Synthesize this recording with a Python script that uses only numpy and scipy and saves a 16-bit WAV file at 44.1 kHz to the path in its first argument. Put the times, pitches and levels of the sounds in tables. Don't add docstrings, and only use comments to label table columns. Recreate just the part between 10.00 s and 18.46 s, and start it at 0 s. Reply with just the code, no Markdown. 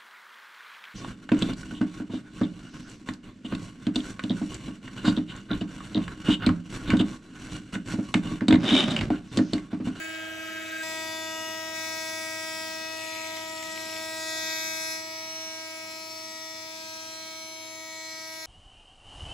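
import sys
import numpy as np
from scipy import signal
from scipy.fft import rfft, irfft, next_fast_len
from scipy.io import wavfile
from scipy.ndimage import uniform_filter1d, map_coordinates

SR = 44100
rng = np.random.default_rng(int(sys.argv[2]) if len(sys.argv) > 2 else 0)


def wav_out(sig):
    wavfile.write(sys.argv[1], SR, np.round(np.clip(np.atleast_2d(sig).T, -1, 1) * 32767).astype(np.int16))


N = 373023
HOP, TURN_SAMPLES = 512, 2048
BIN_HZ = np.fft.rfftfreq(2048, 1 / SR)
MOVE_S = .83
KNIFE_COUNT, INFEED_TURN_HZ, OUTFEED_TURN_HZ = 3, 106.86, 106.585
ORDERS = np.arange(148)
FADING_ORDERS = (15, 18, 21, 24, 27, 30, 33, 36, 39, 45, 48, 51, 54, 57, 25, 28, 49, 52, 60, 42)


def amp(db):
    return 10 ** (np.asarray(db) / 20)


def evened(x):
    return x / np.sqrt(np.mean(abs(x) ** 2) + 1e-20)


def at_pitch(table, hz):
    pitches, values = np.transpose(table)
    return np.interp(np.log(hz + 1), np.log(pitches + 1), values)


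def curves(table, t):
    times, *columns = np.transpose(table)
    return np.array([np.interp(t, times, column) for column in columns])


def drift(shape, frames):
    steps = rng.standard_normal(shape)
    return evened(uniform_filter1d(uniform_filter1d(steps, frames, axis=0), frames, axis=0))


def mic_phase(hz):
    agree_hz, repeat_hz = 6850, 4300
    return np.exp(1j * np.pi * np.maximum(hz - agree_hz, -600) / repeat_hz * (hz > 5000))


def stereo(x):
    size = next_fast_len(N)
    spectrum, phase = rfft(x, size), mic_phase(np.fft.rfftfreq(size, 1 / SR))
    return irfft(np.array([spectrum / phase, .8 * spectrum * phase]), size)[:, :N]


def noise(spectrum, level_db, patchy_db):
    # pitch_hz, likeness (0-1)
    likeness = [(60, .97), (300, .96), (700, .7), (2000, .5), (5000, .75), (6500, .97), (15000, .99)]
    a, b, c, d = rng.standard_normal((4, len(level_db), len(BIN_HZ)))
    patches = evened(uniform_filter1d(drift(a.shape, frames=6), size=16, axis=1))
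    same, left = at_pitch(likeness, BIN_HZ), a + 1j * b
    right = same * left + np.sqrt(1 - same ** 2) * (c + 1j * d)
    right *= amp(-2.4 * (abs(BIN_HZ - 3500) < 2500))
    colour, phase = amp(at_pitch(spectrum, BIN_HZ) + patchy_db * patches), mic_phase(BIN_HZ)
    spectra = evened(np.array([left / phase, right * phase]) * colour) * amp(level_db)
    sound = signal.istft(spectra.transpose(0, 2, 1), nperseg=2048, noverlap=2048 - HOP)[1]
    return sound[:, :N] / np.sqrt(2048 / 6)


def roughness(t):
    # start_s, end_s, roughness (0-1)
    stretches = [(.58, .8, .2), (1.76, 1.9, .3), (2.95, 4.05, .9)]
    ramp_s = .08
    return sum(rough * np.clip(np.minimum(t - start, end - t) / ramp_s + .5, 0, 1)
               for start, end, rough in stretches)


def bite_share(order):
    return 1 - 1.9 * np.exp(-((order - 29) / 3) ** 2)


def tone_fades(t):
    # centre_s, half_length_s, change_db
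    fades = [
        [(.62, .012, -12), (.667, .012, -12), (.712, .012, -12), (3.1, .15, -9), (3.58, .13, -12),
         (5.15, .2, -11), (6.35, .35, -19), (7.8, .4, -10)],
        [(4.75, .17, -9), (5.5, .5, -6), (6.1, .15, -10), (6.95, .25, -17), (7.5, .17, -21)],
        [(1.3, .35, -7), (2.85, .2, -8), (3.7, .15, -8), (4.25, .17, -10), (5.7, .25, 5), (6.95, .17, -16),
         (7.9, .5, 7)],
        [(2.95, .35, 5), (5.6, .2, -9), (6.5, .3, -10), (7.4, .3, -9), (8.1, .3, -17)],
        [(1.45, .25, 12), (2.9, .15, 6), (4.5, .5, -6), (5.4, .3, 9), (7.9, .25, -7)],
        [(2.6, .25, 5), (4.6, .35, 7), (7.2, .4, 9)],
        [(1.1, .45, 7), (4.2, .25, 4), (5.7, .6, -7), (7.5, .9, -5)],
        [(4.55, .45, 4), (6.0, .5, -4), (7.5, .5, 5)],
        [(1.5, .3, -9), (2.3, .3, -12), (7.3, .2, 7), (8.0, .3, 6)],
        [(3.65, .35, -7), (7.75, .3, -9)],
        [(2.2, .4, 7), (4.8, .6, 6), (8.1, .3, 5)],
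        [(1.0, .3, -12), (3.3, .4, -5), (7.6, .65, -21)],
        [(3.4, .5, -4)],
        [(1.2, .4, 5), (4.2, .2, -6)],
        [(4.6, .4, -10)],
        [(4.6, .4, -12)],
        [(7.6, 1.2, -13)],
        [(7.7, .9, -12)],
        [(6.2, 1.0, -8)],
        [(4.6, .4, 2)],
    ]
    change_db = np.zeros((len(t), len(ORDERS)))
    for order, rows in zip(FADING_ORDERS, fades):
        change_db[:, order] = sum(db * np.exp(-((t - at) / half) ** 2) for at, half, db in rows)
    return change_db


def whine(t, near_db, bite_db, wander):
    # order, infeed_db, outfeed_mid_db, outfeed_side_db, side_phase_rad
    knife_tones = [(3, -46.5, -50.0, -64, 4), (6, -50.5, -44.5, -49.5, 1.59), (9, -68, -48.5, -54, 0.7),
                   (12, -51.5, -50.5, -58.5, 1.5), (15, -42.5, -51.5, -55.5, 1.6),
                   (18, -52, -46, -52.5, 0.9), (21, -48.5, -49.0, -52.5, -0.6), (24, -50, -53, -54, 0.8),
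                   (27, -54.5, -61.5, -61, 1), (30, -55, -59, -61, 0.3), (33, -61, -51.5, -61.0, -1.8),
                   (36, -59, -58.5, -59.5, 0), (39, -78, -53.5, -63, -3.3), (42, -64, -59.5, -68, -1.5),
                   (45, -76.0, -51, -69, -1), (48, -86, -62, -67, -0.5), (51, -64.5, -53, -57, 1),
                   (54, -66, -57.5, -55, -1.5), (57, -64, -59, -63.5, -0.3), (60, -68, -59, -63.0, 0)]
    # order, infeed_db, outfeed_db
    shaft_tones = [(1, -63.0, -64), (13, -61, -74), (14, -59, -92), (16, -53, -77.5), (19, -64, -65),
                   (20, -58, -72), (22, -59, -60.5), (23, -71.0, -63), (25, -61.5, -61.5), (28, -57.5, -60),
                   (49, -75, -60), (50, -88, -64), (52, -75, -61), (55, -74, -72), (58, -72, -73)]
    outfeed = (t > MOVE_S)[:, None]
    follow_db = np.outer(near_db, np.clip((45 - ORDERS) / 18, .2, 1))
    follow_db += np.outer(bite_db, (ORDERS >= 14) * bite_share(ORDERS))
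    faded_db = follow_db + tone_fades(t)
    faint_db = np.where(ORDERS % KNIFE_COUNT == 1, -68, -72) - 5 * (ORDERS < 18)
    mid_db = faint_db + faded_db + 1.5 * rng.standard_normal(len(ORDERS))
    orders, infeed_db, outfeed_db = np.transpose(shaft_tones)
    at = orders.astype(int)
    mid_db[:, at] = np.where(outfeed, outfeed_db, infeed_db) + faded_db[:, at]
    side_db = mid_db - np.clip(14 - ORDERS, 6, 14)
    side_rad = rng.uniform(0, 2 * np.pi, len(ORDERS))
    orders, infeed_db, outfeed_db, outfeed_side_db, phase_rad = np.transpose(knife_tones)
    at = orders.astype(int)
    mid_db[:, at] = np.where(outfeed, outfeed_db, infeed_db) + faded_db[:, at]
    side_db[:, at] = np.where(outfeed, outfeed_side_db, infeed_db - 5) + follow_db[:, at]
    side_rad[at] = phase_rad
    waver_db = np.where(np.isin(ORDERS, FADING_ORDERS), 1.5, 2.9) * wander
    mid = amp(mid_db + waver_db * drift(mid_db.shape, frames=14))
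    side = amp(side_db + 3.5 * wander * drift(mid.shape, frames=30))
    side = side * np.exp(1j * (side_rad + .6 * wander * drift(mid.shape, frames=40)))
    return np.array([mid + side, mid - side])


def buzz(t, near_db, bite_db, bright):
    # pitch_hz, relative_db
    spectrum = [(6400, -4), (7500, 0), (9000, -9.5), (11000, -7), (13000, -12.5), (15700, -13)]
    hz = ORDERS * OUTFEED_TURN_HZ
    tone_db = at_pitch(spectrum, hz) + 8.5 * (ORDERS % KNIFE_COUNT == 0)
    tones = amp(tone_db + 4 * drift((len(t), len(hz)), frames=20)) * bright
    tones /= np.sqrt((tones ** 2).sum(1).mean())
    level_db = -47.7 + .8 * bite_db + .7 * near_db - 5 * (t < MOVE_S)
    tilt_db = np.outer(bite_db, .3 * (hz > 9000)) + np.outer(near_db, .25 * (hz < 9000))
    tones *= amp(level_db[:, None] + tilt_db)
    return np.array([tones / mic_phase(hz), tones * mic_phase(hz)])


def cutter_head(t, turns, near_db, bite_db):
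    shape, bright, infeed = (len(t), len(ORDERS)), ORDERS > 60, (t < MOVE_S)[:, None]
    wander = np.clip(ORDERS / 30, .03, 1.5)
    tones = whine(t, near_db, bite_db, wander) * ~bright + buzz(t, near_db, bite_db, bright)
    smear_rad = np.where(bright, .8, 1.1) * rng.standard_normal(len(ORDERS))
    smear_rad = smear_rad + .6 * wander * drift(shape, frames=12)
    grain = evened(uniform_filter1d(drift(shape, frames=1), size=4, axis=1))
    unevenness = 1.5 + .7 * roughness(t)[:, None]
    flutter_db = unevenness * np.clip(ORDERS / 40, 0, 1.6) * grain
    chatter_hz, chatter_db = 21.5, 4.5 * 8 / np.maximum(ORDERS, 8) * (ORDERS > 4)
    chatter = np.cos(2 * np.pi * chatter_hz * t[:, None] + rng.uniform(0, 2 * np.pi, len(ORDERS)))
    flutter_db += infeed * (chatter_db * chatter + 2.2 * (ORDERS > 10) * drift(shape, frames=1))
    smear_rad += .14 * unevenness * np.clip(ORDERS / 60, 0, 2.2) ** 2 * drift(shape, frames=2)
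    tones *= amp(flutter_db) * np.exp(1j * smear_rad) * (ORDERS > 0)
    waves = irfft(tones, TURN_SAMPLES) * TURN_SAMPLES / np.sqrt(2)
    waves = np.concatenate([waves, waves[..., :1]], axis=2)
    place = [np.arange(N) / HOP, turns % 1 * TURN_SAMPLES]
    return np.array([map_coordinates(wave, place, order=1) for wave in waves])


def machine_roar(t, near_db):
    # pitch_hz, relative_db
    spectrum = [(30, -27), (55, -4), (110, 0), (160, -6), (220, 5), (340, -2), (420, -1.5), (1000, -3),
                (2500, -6.5), (6000, -27)]
    rumble_db = 5 * np.outer(t < MOVE_S, BIN_HZ < 100)
    return noise(spectrum, -54.5 + near_db[:, None] + rumble_db, patchy_db=1.0)


def motor(t, sample_s, near_db):
    # pitch_hz, level_db
    hums = [(199, -68.5), (350, -63), (700, -68), (746, -71), (1050, -72)]
    waver_db = near_db[:, None] + 4 * drift((len(t), len(hums)), frames=6)
    return sum(np.interp(sample_s, t, amp(db + waver_db[:, k])) * np.sin(2 * np.pi * hz * sample_s)
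               for k, (hz, db) in enumerate(hums))


def chip_hiss(t, sample_s, turns, near_db, bite_db):
    # pitch_hz, relative_db
    spectrum = [(900, -6), (1500, -11), (2300, 6), (3600, 6.5), (5200, 7), (6200, 1.5), (7600, 2),
                (9000, -9), (11000, 0), (15700, -28)]
    stroke = (KNIFE_COUNT * turns).astype(int)
    stroke_db = (1.5 + 2.5 * roughness(sample_s)) * rng.standard_normal(stroke[-1] + 1)[stroke]
    stroke_db += 2 * (stroke % KNIFE_COUNT == 0)
    bursts = evened(.5 + 1.5 * amp(stroke_db) * np.exp(-(KNIFE_COUNT * turns % 1) / .2))
    level_db = -55.3 + .1 * near_db + 7 * roughness(t)
    lift_db = .7 * np.outer(bite_db, bite_share(BIN_HZ / OUTFEED_TURN_HZ))
    return noise(spectrum, level_db[:, None] + lift_db, patchy_db=3.8) * bursts


def hood_ticks(sample_s, turns):
    # pitch_hz, width_hz, relative_db
    hood_notes = [(2400, 700, -4), (3800, 500, -2), (5200, 900, -6), (7400, 900, 4.5), (11000, 3000, -8)]
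    stroke = np.floor(KNIFE_COUNT * turns)
    at = np.flatnonzero(np.diff(stroke, prepend=0))
    hit_db = -66 + 18 * roughness(sample_s[at]) - 6 * (stroke[at] % KNIFE_COUNT > 0)
    hit_db += 2.2 * np.minimum(rng.exponential(1, len(at)), 3)
    t, out = np.arange(400) / SR, np.zeros(N)
    for hz, width, db in hood_notes:
        hits = np.zeros(N)
        hits[at] = amp(hit_db + db) * rng.standard_normal(len(at))
        ring = 10 * t * width * np.exp(-np.pi * width * t) * np.sin(2 * np.pi * hz * t)
        out += signal.oaconvolve(hits, ring)[:N]
    return stereo(out)


def knocks(rows, filter_order, spread, rise_s, fall_s):
    t, out = np.arange(1800) / SR, np.zeros(N)
    envelope = (1 - np.exp(-t / rise_s)) * np.exp(-t / fall_s)
    for start_s, db, hz in rows:
        band = signal.butter(filter_order, [hz * (1 - spread), hz * (1 + spread)], "bandpass", fs=SR)
        burst = evened(signal.lfilter(*band, rng.standard_normal(len(t)))) * envelope
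        part = out[int(start_s * SR):][:len(t)]
        part += amp(db) * burst[:len(part)]
    return stereo(out)


def board_slaps():
    # start_s, level_db, pitch_hz
    slaps = [(.055, -44, 3300), (.158, -43, 3100), (.612, -40, 3650), (.659, -39, 3700), (.705, -39, 3700),
             (.752, -43, 3600)]
    low_notes = [(start_s, db - 3, 2300) for start_s, db, _ in slaps]
    return knocks(slaps + low_notes, filter_order=2, spread=.07, rise_s=.003, fall_s=.009)


def tearing_grain(sample_s, turns):
    # time_s, pitch_hz, level_db
    path = [(2.85, 2700, -70), (3.0, 2650, -52), (3.17, 2500, -45), (3.3, 2250, -50), (3.42, 2050, -65)]
    on = (sample_s > path[0][0]) & (sample_s < path[-1][0])
    hz, db = curves(path, sample_s[on])
    pole = np.exp(-np.pi * 500 / SR)
    a, b = rng.standard_normal((2, 2, N))[..., on]
    rasp = evened(signal.lfilter([1], [1, -2 * pole, pole * pole], a + 1j * b))
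    slide = np.exp(2j * np.pi * np.cumsum(hz) / SR)
    pulse = evened(.2 + np.exp(-(turns[on] % 1) / .3))
    out = np.zeros((2, N))
    out[:, on] = ((rasp + rasp[0]) * slide).real * amp(db) * pulse
    return out


def splinters():
    # start_s, level_db, pitch_hz
    snaps = [(3.371, -35, 2100), (3.578, -36, 3900), (3.625, -34, 7300), (3.671, -35, 3600),
             (3.757, -35, 2600), (3.776, -34, 2500), (3.628, -33, 2200), (3.962, -35, 2600)]
    return knocks(snaps, filter_order=1, spread=.15, rise_s=.0004, fall_s=.004)


def scene():
    # time_s, relative_db
    nearness = [(0, 1), (.825, 0), (.835, 2), (3, 0), (4.5, 1), (5.1, -2.5), (6.3, -4.5), (8.46, -6)]
    # time_s, relative_db
    bite = [(0, .5), (.3, -2.5), (.825, 3), (.835, 2), (1.72, -.5), (1.77, 3.5), (2.4, 2), (3.0, 1),
            (3.6, -1.5), (4.2, 2), (4.3, 5), (4.93, 7), (5.03, .5), (6.2, 1), (6.9, 2), (7.7, 0), (8.46, 3)]
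    t, sample_s = np.arange(N // HOP + 5) * HOP / SR, np.arange(N) / SR
    near_db, bite_db = curves(nearness, t)[0], curves(bite, t)[0]
    sag_hz = .016 * curves(bite, sample_s)[0]
    turns = np.cumsum(np.where(sample_s < MOVE_S, INFEED_TURN_HZ, OUTFEED_TURN_HZ) - sag_hz) / SR
    roar = machine_roar(t, near_db)
    chips = chip_hiss(t, sample_s, turns, near_db, bite_db) + hood_ticks(sample_s, turns)
    wood = tearing_grain(sample_s, turns) + splinters() + board_slaps()
    return cutter_head(t, turns, near_db, bite_db) + roar + chips + wood + motor(t, sample_s, near_db)


def record(dry):
    thin = signal.lfilter(*signal.butter(2, 46, "highpass", fs=SR), dry)
    treble_cut = signal.firwin(511, 15800, window=("kaiser", 9), fs=SR)
    return signal.oaconvolve(thin, treble_cut[None], "same")


dry = scene()
out = record(dry)
wav_out(out)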